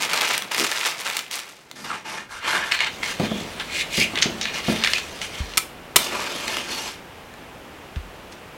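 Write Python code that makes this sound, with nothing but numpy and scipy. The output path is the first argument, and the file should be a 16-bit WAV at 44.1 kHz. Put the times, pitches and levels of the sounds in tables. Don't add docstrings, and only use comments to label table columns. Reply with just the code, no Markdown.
import sys
import numpy as np
from scipy import signal
from scipy.fft import rfft, irfft
from scipy.io import wavfile

SR = 44100
rng = np.random.default_rng(int(sys.argv[2]) if len(sys.argv) > 2 else 0)


def inscribe(sig):
    pcm = np.round(np.clip(np.atleast_2d(sig).T, -1, 1) * 32767)
    wavfile.write(sys.argv[1], SR, pcm.astype(np.int16))


N = 377931
TIME = np.arange(N) / SR
HAND_TIME = TIME[::32]


def from_db(db):
    return 10 ** (np.asarray(db) / 20)

def unit_rms(x):
    return x / np.sqrt(np.mean(x ** 2) + 1e-20)

def unit_peak(x):
    return x / np.abs(x).max()

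def at_hz(points, hz):
    table_hz, values = np.transpose(points)
    return np.interp(np.log(np.maximum(hz, 1)), np.log(table_hz), values)

def gain_curves(rows):
    t_s, *columns_db = np.transpose(rows)
    gate = np.interp(TIME, [t_s[0] - .01, t_s[0], t_s[-1], t_s[-1] + .02], [0, 1, 1, 0])
    return [gate * from_db(np.interp(TIME, t_s, db)) for db in columns_db]

def add(track, t_s, sound):
    i = max(0, round(t_s * SR))
    track[i:i + len(sound)] += sound[:N - i]

def butter(x, hz, kind, order=2):
    sos = signal.butter(order, np.clip(hz, 10, .47 * SR), kind, fs=SR, output="sos")
    return signal.sosfilt(sos, x + 1e-18)

def colour(x, spectrum, size=4096):
    bins_hz = np.arange(size // 2 + 1) * SR / size
    cepstrum = irfft(np.log(from_db(at_hz(spectrum, bins_hz))))
    cepstrum[1:size // 2] *= 2
    cepstrum[size // 2 + 1:] = 0
    response = irfft(np.exp(rfft(cepstrum)))
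    return signal.oaconvolve(x, response / np.linalg.norm(response))[:len(x)]

def drift(rate_hz, size=N):
    points = rng.standard_normal(20000)
    return unit_rms(np.interp(TIME[:size] * rate_hz, np.arange(len(points)), points))

def struck(modes, scatter_db=0, length_s=.5):
    t = TIME[:int(length_s * SR)]
    ring = np.zeros(len(t))
    for hz, db, t60_s in modes:
        envelope = from_db(db + scatter_db * rng.standard_normal() - 60 * t / t60_s)
        ring += envelope * np.sin(2 * np.pi * hz * t)
    return unit_peak(ring)

def grains(per_s, spread_db, clump_db, hiss):
    clumps = from_db(clump_db * np.clip(drift(110), -2, 2))
    onsets = rng.random(N) < per_s / SR
    sizes = from_db(spread_db * np.minimum(rng.exponential(1, N), 3))
    clicks = onsets * sizes * rng.choice([-1, 1], N)
    facet = rng.integers(0, 8, N)
    crackle = unit_rms(clicks)
    for k, hz in enumerate(np.geomspace(900, 11000, 8)):
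        ring = butter(clicks * (facet == k), [hz / 1.35, hz * 1.35], "band", order=1)
        crackle += unit_rms(ring) * np.sqrt(hz / 14000)
    return clumps * (unit_rms(crackle) + hiss * unit_rms(rng.standard_normal(N)))

def flexing(x, depth_db, share, count=20):
    out = x.copy()
    for hz in np.geomspace(900, 13000, count) * rng.uniform(.96, 1.04, count):
        b, a = signal.iirpeak(hz, Q=16, fs=SR)
        swell = from_db(depth_db * np.clip(drift(16), -2, 1.5))
        out += share * swell * signal.lfilter(b, a, x)
    return out

def play_bands(gains, spectrum, texture, splits_hz=(4500,)):
    coloured = colour(texture, spectrum)
    edges_hz = (50, *splits_hz, 20000)
    return sum((-1) ** k * gain * unit_rms(butter(coloured, edges_hz[k:k + 2], "band", order=3))
               for k, gain in enumerate(gains))

def snap(hz, decay_s, broad, size=2048):
    burst = rng.standard_normal(size) * np.exp(-TIME[:size] / decay_s)
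    band = butter(burst, [hz / 1.6, hz * 1.6], "band", order=1)
    return band + broad * butter(burst, 700, "high", order=1)

def pops(rows, hz, decay_s, broad):
    out = np.zeros(N)
    for t_s, db in rows:
        pop = snap(hz * rng.uniform(.8, 1.2), decay_s, broad)
        add(out, t_s + .0008, from_db(db) * unit_peak(pop))
    return out

def chance_pops(gain, start_s, end_s, above_db, count):
    times_s = rng.uniform(start_s, end_s, count)
    levels_db = 20 * np.log10(np.interp(times_s, TIME, gain) + 1e-9) + above_db
    return list(zip(times_s, levels_db))

def singing(rows, slips_per_s, judder, size=22050):
    out, t = np.zeros(N), TIME[:size] - TIME[size // 2]
    for peak_s, swell_s, hz, width_hz, db in rows:
        tone = unit_rms(butter(rng.standard_normal(size), [hz - width_hz / 2, hz + width_hz / 2], "band"))
        slip_hz = slips_per_s * np.exp(.238 * drift(61.4, size))
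        throb = 1 + judder * np.sin(2 * np.pi * np.cumsum(slip_hz) / SR)
        swell = np.exp(-(t / swell_s) ** 2 / 2)
        add(out, peak_s + t[0], from_db(db) * tone * throb * swell)
    return out

def stroke(start_s, length_s, attack_s, release_s):
    t = HAND_TIME - start_s
    return np.clip(t / attack_s, 0, 1) * np.exp(-np.clip((t - length_s) / release_s, 0, 20))

def with_fizz(speed, db, fizz_db, fizz_power=1.12):
    return [from_db(db) * speed, from_db(db + fizz_db) * speed ** fizz_power]

def power_sum(movements):
    gains = np.sqrt(sum(np.square(bands) for bands in movements))
    return [np.interp(TIME, HAND_TIME, gain) for gain in gains]


# t/s, air/dB, rumble/dB
ROOM_LEVELS = [(0, -38.5, -71), (1.65, -52, -67), (2.2, -48, -62), (2.3, -56, -50.5), (3.0, -38, -46.5),
               (4.5, -36.5, -44.5), (5.8, -41.5, -48.5), (8.57, -42, -49)]
# f/Hz, level/dB
AIR_SPECTRUM = [(60, -22.5), (125, -7.5), (180, -3.5), (290, -5.5), (480, -4.5), (800, -7), (1500, -11),
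                (2900, -13.5), (4000, -21.5), (6000, -26), (9000, -30.5), (16000, -34.5)]
RUMBLE_SPECTRUM = [(20, 1.5), (45, -7.5), (78, -3), (110, -8.5), (200, -20), (800, -39.5)]

def room_noise():
    air_gain, rumble_gain = gain_curves(ROOM_LEVELS)
    air = unit_rms(colour(rng.standard_normal(N), AIR_SPECTRUM))
    rumble = unit_rms(colour(rng.standard_normal(N), RUMBLE_SPECTRUM))
    return air_gain * air + rumble_gain * rumble

# t/s, length/s, crackle/dB, fizz/dB re crackle
PAPER_SQUEEZES = [(0.0, .02, -28, -0.5), (.02, 0.017, -24.5, -5.5), (0.086, 0.047, -27, -5),
                  (0.124, .055, -24, -6), (0.202, 0.14, -24, -5.5), (0.508, 0.064, -27.5, -5.5),
                  (0.572, 0.075, -26, -0.5), (0.679, 0.2, -29, -4), (0.843, 0.048, -26, -4),
                  (.975, 0.046, -33.5, -2), (1.045, 0.13, -29.5, -5), (1.305, 0.066, -32, 1.5),
                  (1.419, .08, -45.5, -11)]
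# f/Hz, level/dB
CRUMPLE_SPECTRUM = [(70, -26), (160, -20), (350, -4.5), (1100, -1.5), (1600, -3.5), (2300, -0.5),
                    (6400, -13.5), (12500, -22.5), (16000, -26)]
# t/s, level/dB
CREASE_POPS = [(.0228, -14), (.133, -8), (.2109, -6.5), (.217, -7.5), (.378, -7), (.4209, -13),
               (.5457, -9.5), (.5796, -9), (.6434, -14), (.7148, -6), (.8579, -10), (.8914, -15),
               (1.0994, -11), (1.1672, -9), (1.1902, -11.5), (1.3109, -17.5), (1.39, -18), (1.7125, -22)]

def crumpling(crinkle, attack_s=.0086, release_s=.036, uncurl_s=.16, uncurl_db=-10.5):
    movements = []
    for t_s, length_s, db, fizz_db in PAPER_SQUEEZES:
        squeeze = stroke(t_s, length_s, attack_s, release_s)
        uncurl = from_db(uncurl_db) * stroke(t_s, length_s, attack_s, uncurl_s)
        movements.append(with_fizz(np.maximum(squeeze, uncurl), db, fizz_db))
    crackle, fizz = power_sum(movements)
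    lesser = chance_pops(crackle, 0, PAPER_SQUEEZES[-1][0], above_db=7, count=12)
    creases = pops([*CREASE_POPS, *lesser], hz=2770, decay_s=.0018, broad=.057)
    return play_bands([crackle, fizz], CRUMPLE_SPECTRUM, crinkle) + creases

# peak t/s, swell/s, f/Hz, width/Hz, level/dB re trim
PAPER_AND_STICK_SWELLS = [(.62, 0.026, 370, 240, -29), (1.86, 0.092, 232, 160, -45.5),
                          (1.925, 0.015, 1290, 300, -24.5), (2.144, 0.088, 252, 180, -47),
                          (2.365, 0.044, 1490, 260, -37), (2.566, .05, 1600, 150, -22.5),
                          (2.809, .045, 4200, 300, -34), (3.33, 0.065, 3320, 500, -38),
                          (4.02, .022, 2440, 700, -20), (4.228, 0.0068, 5900, 1400, -18.5),
                          (4.43, 0.0092, 5900, 1000, -28), (4.868, 0.028, 1780, 450, -26.5),
                          (4.959, 0.012, 2500, 220, -22.5)]

def paper_and_stick_swells(trim_db=-2):
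    return from_db(trim_db) * singing(PAPER_AND_STICK_SWELLS, slips_per_s=85, judder=.8)

# t/s, length/s, attack/s, rasp/dB re trim, fizz/dB re rasp
STICK_SLIDES = [(1.75, 0.12, 0.01, -42, -1), (1.828, 0.13, 0.021, -33.5, -9),
                (2.041, 0.14, 0.026, -31.5, -9), (2.284, 0.085, 0.032, -38.5, -3.5),
                (2.415, 0.16, 0.072, -23, -6.5), (2.628, 0.056, .02, -33.5, -3)]
# f/Hz, level/dB
SLIDE_SPECTRUM = [(90, -24), (190, -7), (320, -4.5), (420, -6.5), (560, -4), (1200, -6.5), (2400, -9.5),
                  (5800, -21.5), (8500, -27), (16000, -43.5)]

def stick_slides(friction, release_s=.044, trim_db=-.5):
    gains = power_sum(with_fizz(stroke(t_s, length_s, attack_s, release_s), db, fizz_db)
                      for t_s, length_s, attack_s, db, fizz_db in STICK_SLIDES)
    return from_db(trim_db) * play_bands(gains, SLIDE_SPECTRUM, friction)

# t/s, length/s, attack/s, crackle/dB re trim, scrape/dB re crackle, fizz/dB re crackle
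PAPER_PUSHES = [(2.708, 0.041, 0.0074, -26, 1.5, -3.5), (2.77, 0.11, 0.034, -29, 2.5, -11),
                (3.025, 0.1, 0.0033, -34, 4.5, 2), (3.21, 0.047, 0.031, -31, 1.5, -6.5),
                (3.31, .10, 0.042, -41.5, -13, 3), (3.592, 0.017, 0.011, -32, 3, -9),
                (3.68, 0.14, 0.084, -24.5, -23, -4.5), (3.89, 0.14, 0.098, -23, -34, 0.5),
                (4.14, 0.11, 0.036, -29, -2, -11), (4.408, 0.089, 0.0093, -30, -11, -17),
                (4.51, 0.089, 0.037, -32.5, 1, 0), (4.61, 0.12, 0.066, -28, -8.5, -2.5),
                (4.73, 0.1, 0.011, -34.5, -1, -4), (4.83, 0.16, 0.0049, -33, -4.5, -0.5),
                (5.208, 0.046, 0.0091, -37, 0.5, 1.5), (5.32, 0.096, 0.019, -40, -0.5, -3.5),
                (8.31, .02, .012, -48.5, -10, 1.5)]
# f/Hz, level/dB
STUFF_SPECTRUM = [(200, -16), (700, -9.5), (1500, -3.5), (2100, 1.5), (3200, -1), (4500, -2.5), (6100, -6),
                  (9000, -13), (12500, -21.5), (16000, -18)]

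def stuffing(friction, release_s=.016, trim_db=-2.5):
    stir = (2.4, 3.16, .016, -46, -1.5, 2)
    movements = []
    for t_s, length_s, attack_s, db, scrape_db, fizz_db in [*PAPER_PUSHES, stir]:
        speed = stroke(t_s, length_s, attack_s, release_s)
        scrape = from_db(db + scrape_db) * speed
        movements.append([scrape, *with_fizz(speed, db, fizz_db)])
    gains = power_sum(movements)
    return from_db(trim_db) * play_bands(gains, STUFF_SPECTRUM, friction, splits_hz=(1700, 4500))

# t/s, level/dB, burst f/Hz
WOODY_SNAPS = [(2.715, -15, 2130), (2.72, -4, 3020), (2.7897, -13, 2000), (2.8045, -6, 1960),
               (2.8443, -13, 3760), (3.0313, -12, 1560), (3.197, -19, 1100), (3.5982, -15, 2240),
               (4.156, -12.5, 2440), (4.174, -9, 2390), (4.1866, -9, 3130), (4.2228, 1, 2970),
               (4.2265, -6, 2960), (4.4118, -12, 4900), (4.454, -9, 1830), (4.837, -1.5, 2440),
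               (4.846, -6, 2130), (4.8726, -5, 1860), (4.9338, -3, 2490), (4.9816, -14, 2550),
               (5.2151, -15, 2370), (5.536, -19, 2500), (7.9592, -24.5, 800)]
# f/Hz, level/dB
WOOD_SPECTRUM = [(300, -6.5), (1000, -5), (2100, 6.5), (3200, 3.5), (4500, 2.5), (6200, -2), (8500, -7),
                 (16000, -28)]

def woody_snaps():
    out = np.zeros(N)
    for t_s, db, hz in WOODY_SNAPS:
        burst = colour(snap(hz, decay_s=.0023, broad=.34), WOOD_SPECTRUM)
        add(out, t_s + .0006, from_db(db) * unit_peak(burst))
    return out

# t/s, level/dB re trim
LOG_KNOCKS = [(3.196, -10.5), (3.313, -15), (3.409, -23.5), (3.977, -13), (4.133, -22), (4.256, -14.5),
              (4.681, -9), (4.759, -22)]
# f/Hz, level/dB, t60/s
FIREBOX_MODES = [(81, -31, 0.081), (181, -4, 0.2), (221.8, -3, 0.45), (276.4, 0.5, 0.11), (345, -9.5, 0.47),
                 (541, -2.5, 0.065), (680, 2, 0.061), (1160, -3, 0.032)]
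# f/Hz, level/dB
THUD_SPECTRUM = [(50, -11), (90, -6), (200, 5), (400, 1), (750, -7), (1300, -16), (3000, -20.5),
                 (10000, -37)]

def log_knocks(thud_s=.031, rebound_s=.039, rebound_db=-7.5, trim_db=-2.5, size=8192):
    out = np.zeros(N)
    rebounds = [(t_s + rebound_s * rng.uniform(.95, 1.05), db + rebound_db) for t_s, db in LOG_KNOCKS]
    for t_s, db in [*LOG_KNOCKS, *rebounds]:
        thud = colour(rng.standard_normal(size) * np.exp(-TIME[:size] / thud_s), THUD_SPECTRUM)
        add(out, t_s + .00179, from_db(db) * struck(FIREBOX_MODES, scatter_db=.5))
        add(out, t_s + .00196, from_db(db) * unit_peak(thud))
    return from_db(trim_db) * out

# t/s, level/dB before filtering
SOFT_BUMPS = [(5.403, -14.5), (7.965, -15.5)]
# f/Hz, level/dB, t60/s
LOW_MODES = [(45, -12, 0.6), (71.6, 3, 0.12), (108, -6, 0.049), (186, -11.5, 0.081)]

def bumps(tick_db=-14):
    out = np.zeros(N)
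    for t_s, db in SOFT_BUMPS:
        add(out, t_s, from_db(db) * butter(struck(LOW_MODES), 250, "low"))
        add(out, t_s, from_db(db + tick_db) * snap(1100, decay_s=.0078, broad=0))
    return out

# f/Hz, level/dB, t60/s
MATCHBOX_MODES = [(444, -3.5, 0.1), (1050, -2, 0.062), (1317, 7, 0.057), (2340, 1, 0.13), (2680, 7, 0.031),
                  (3320, -23, 0.021), (3600, 10, 0.051), (4750, -4, 0.035), (5380, 0, 0.021),
                  (5640, 11, 0.027), (6360, -1, 0.024), (6940, -12, 0.031), (7600, 2, 0.041),
                  (9130, 8, 0.03)]

def matchbox_ring(drive):
    response = struck(MATCHBOX_MODES)
    return signal.oaconvolve(drive, response / np.linalg.norm(response))[:N]

# t/s, level/dB, contact/s, decay/s
MATCH_STRIKES = [(5.5728, -12, 0.00074, 0.002), (5.577, -7, 0.001, 0.0037), (5.959, -10.5, 0.00081, 0.0039),
                 (5.961, -3, 0.0047, 0.003), (5.9716, -19, 0.0016, .003)]
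# f/Hz, level/dB
STRIKE_SPECTRUM = [(150, -23), (450, -20), (1100, 3), (1800, -4), (2400, 1), (5500, -3.5), (9000, -4),
                   (13000, -9.5), (16000, -13)]

def match_strikes(ring_db=-9, thump_db=2.5, thump_hz=560, full_contact_s=.0056, size=4096):
    rasps, thumps = np.zeros(N), np.zeros(N)
    for t_s, db, contact_s, decay_s in MATCH_STRIKES:
        envelope = np.exp(-np.maximum(TIME[:size] - contact_s, 0) / decay_s)
        rasp = from_db(db) * rng.standard_normal(size) * envelope
        add(rasps, t_s, rasp)
        add(thumps, t_s, rasp * contact_s / full_contact_s)
    thump = from_db(thump_db) * butter(thumps, [thump_hz / 1.68, thump_hz * 1.6], "band")
    return colour(rasps, STRIKE_SPECTRUM) + from_db(ring_db) * matchbox_ring(rasps) + thump

# t/s, flame/dB re trim, hiss/dB re trim
FLARE_LEVELS = [(5.99, -29.5, -32.5), (6.064, -32.5, -31), (6.112, -32, -37), (6.146, -27.5, -35.5),
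                (6.388, -32.5, -35.5), (6.562, -28.5, -34), (6.638, -33.5, -41), (6.732, -29.5, -33),
                (6.89, -31.5, -36.5), (6.99, -50, -58), (7.0, -52, -67)]
# f/Hz, level/dB
FLARE_SPECTRUM = [(100, -15), (260, 2.5), (600, -0.5), (800, -6.5), (1200, -4.5), (1700, -5), (2500, 0),
                  (4200, -8), (6000, -13), (10000, -23), (16000, -30)]

def match_flare(friction, crinkle, roar_db=-.5, sputter_db=-7.5, fade_db_per_s=8, trim_db=-.65):
    start_s, end_s = FLARE_LEVELS[0][0], FLARE_LEVELS[-1][0]
    flame, hiss = gain_curves(FLARE_LEVELS)
    age_s = np.maximum(TIME - start_s, 0)
    roar = flame * from_db(roar_db - fade_db_per_s * age_s)
    sputter = flame * from_db(sputter_db)
    texture = friction + from_db(-5.5) * crinkle + from_db(-21) * matchbox_ring(friction)
    burn = play_bands([roar, sputter, hiss], FLARE_SPECTRUM, texture, splits_hz=(1200, 4500))
    spits = chance_pops(hiss, start_s, end_s, above_db=10, count=30)
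    return from_db(trim_db) * burn + pops(spits, hz=6000, decay_s=.001, broad=.1)

# peak t/s, swell/s, f/Hz, width/Hz, level/dB
FLAME_WHISTLES = [(6.03, .03, 3600, 160, -40), (6.47, 0.054, 6060, 220, -47), (6.53, 0.063, 2550, 200, -39),
                  (6.74, 0.033, 4380, 300, -36), (6.83, .05, 6200, 220, -46)]

def flame_whistles():
    return singing(FLAME_WHISTLES, slips_per_s=45, judder=.4)

# t/s, level/dB before filtering
FIRE_SPARKS = [(6.2735, -27), (6.4787, -10.5), (6.4874, -29), (6.5454, -27), (6.5675, -11), (6.93, -30),
               (7.338, -30)]

def sparks():
    ticks = pops(FIRE_SPARKS, hz=2510, decay_s=.0024, broad=.058)
    return butter(ticks, 7500, "low", order=1)

# f/Hz, t60/s
KITCHEN_T60 = [(150, 0.29), (700, 0.18), (3000, 0.28), (8000, 0.22), (15000, 0.32)]

def kitchen_reverb(send, build_s=.0018, size=24000):
    t, tail = TIME[:size], np.zeros(size)
    edges_hz = np.geomspace(60, 18000, 9)
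    for low_hz, high_hz in zip(edges_hz, edges_hz[1:]):
        t60_s = at_hz(KITCHEN_T60, np.sqrt(low_hz * high_hz))
        tail += butter(rng.standard_normal(size), [low_hz, high_hz], "band") * from_db(-60 * t / t60_s)
    tail *= 1 - np.exp(-(t / build_s) ** 2)
    return signal.oaconvolve(send, tail / np.linalg.norm(tail))[:N]


def scene():
    crinkle = grains(per_s=1400, spread_db=3.8, clump_db=1.4, hiss=.35)
    friction = flexing(grains(per_s=4000, spread_db=3, clump_db=1.3, hiss=.6), depth_db=6, share=.7)
    paper = crumpling(crinkle) + stuffing(friction)
    accents = paper_and_stick_swells() + woody_snaps()
    firebox = stick_slides(friction) + log_knocks()
    match = match_strikes()
    fire = match_flare(friction, crinkle) + flame_whistles() + sparks()
    direct = paper + accents + firebox + bumps() + match + fire
    send = from_db(-9) * (paper + firebox + fire) + from_db(-6.5) * accents + from_db(-11) * match
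    mono = direct + kitchen_reverb(send) + room_noise()
    return np.stack([mono, mono])

def record(dry, overload=1.15, low_hz=37.5, top_hz=16000):
    clipped = np.clip(dry, -overload, overload)
    top_cut = signal.ellip(10, .1, 80, top_hz, fs=SR, output="sos")
    return signal.sosfilt(top_cut, butter(clipped, low_hz, "high", order=3))


dry = scene()
out = record(dry)
inscribe(out)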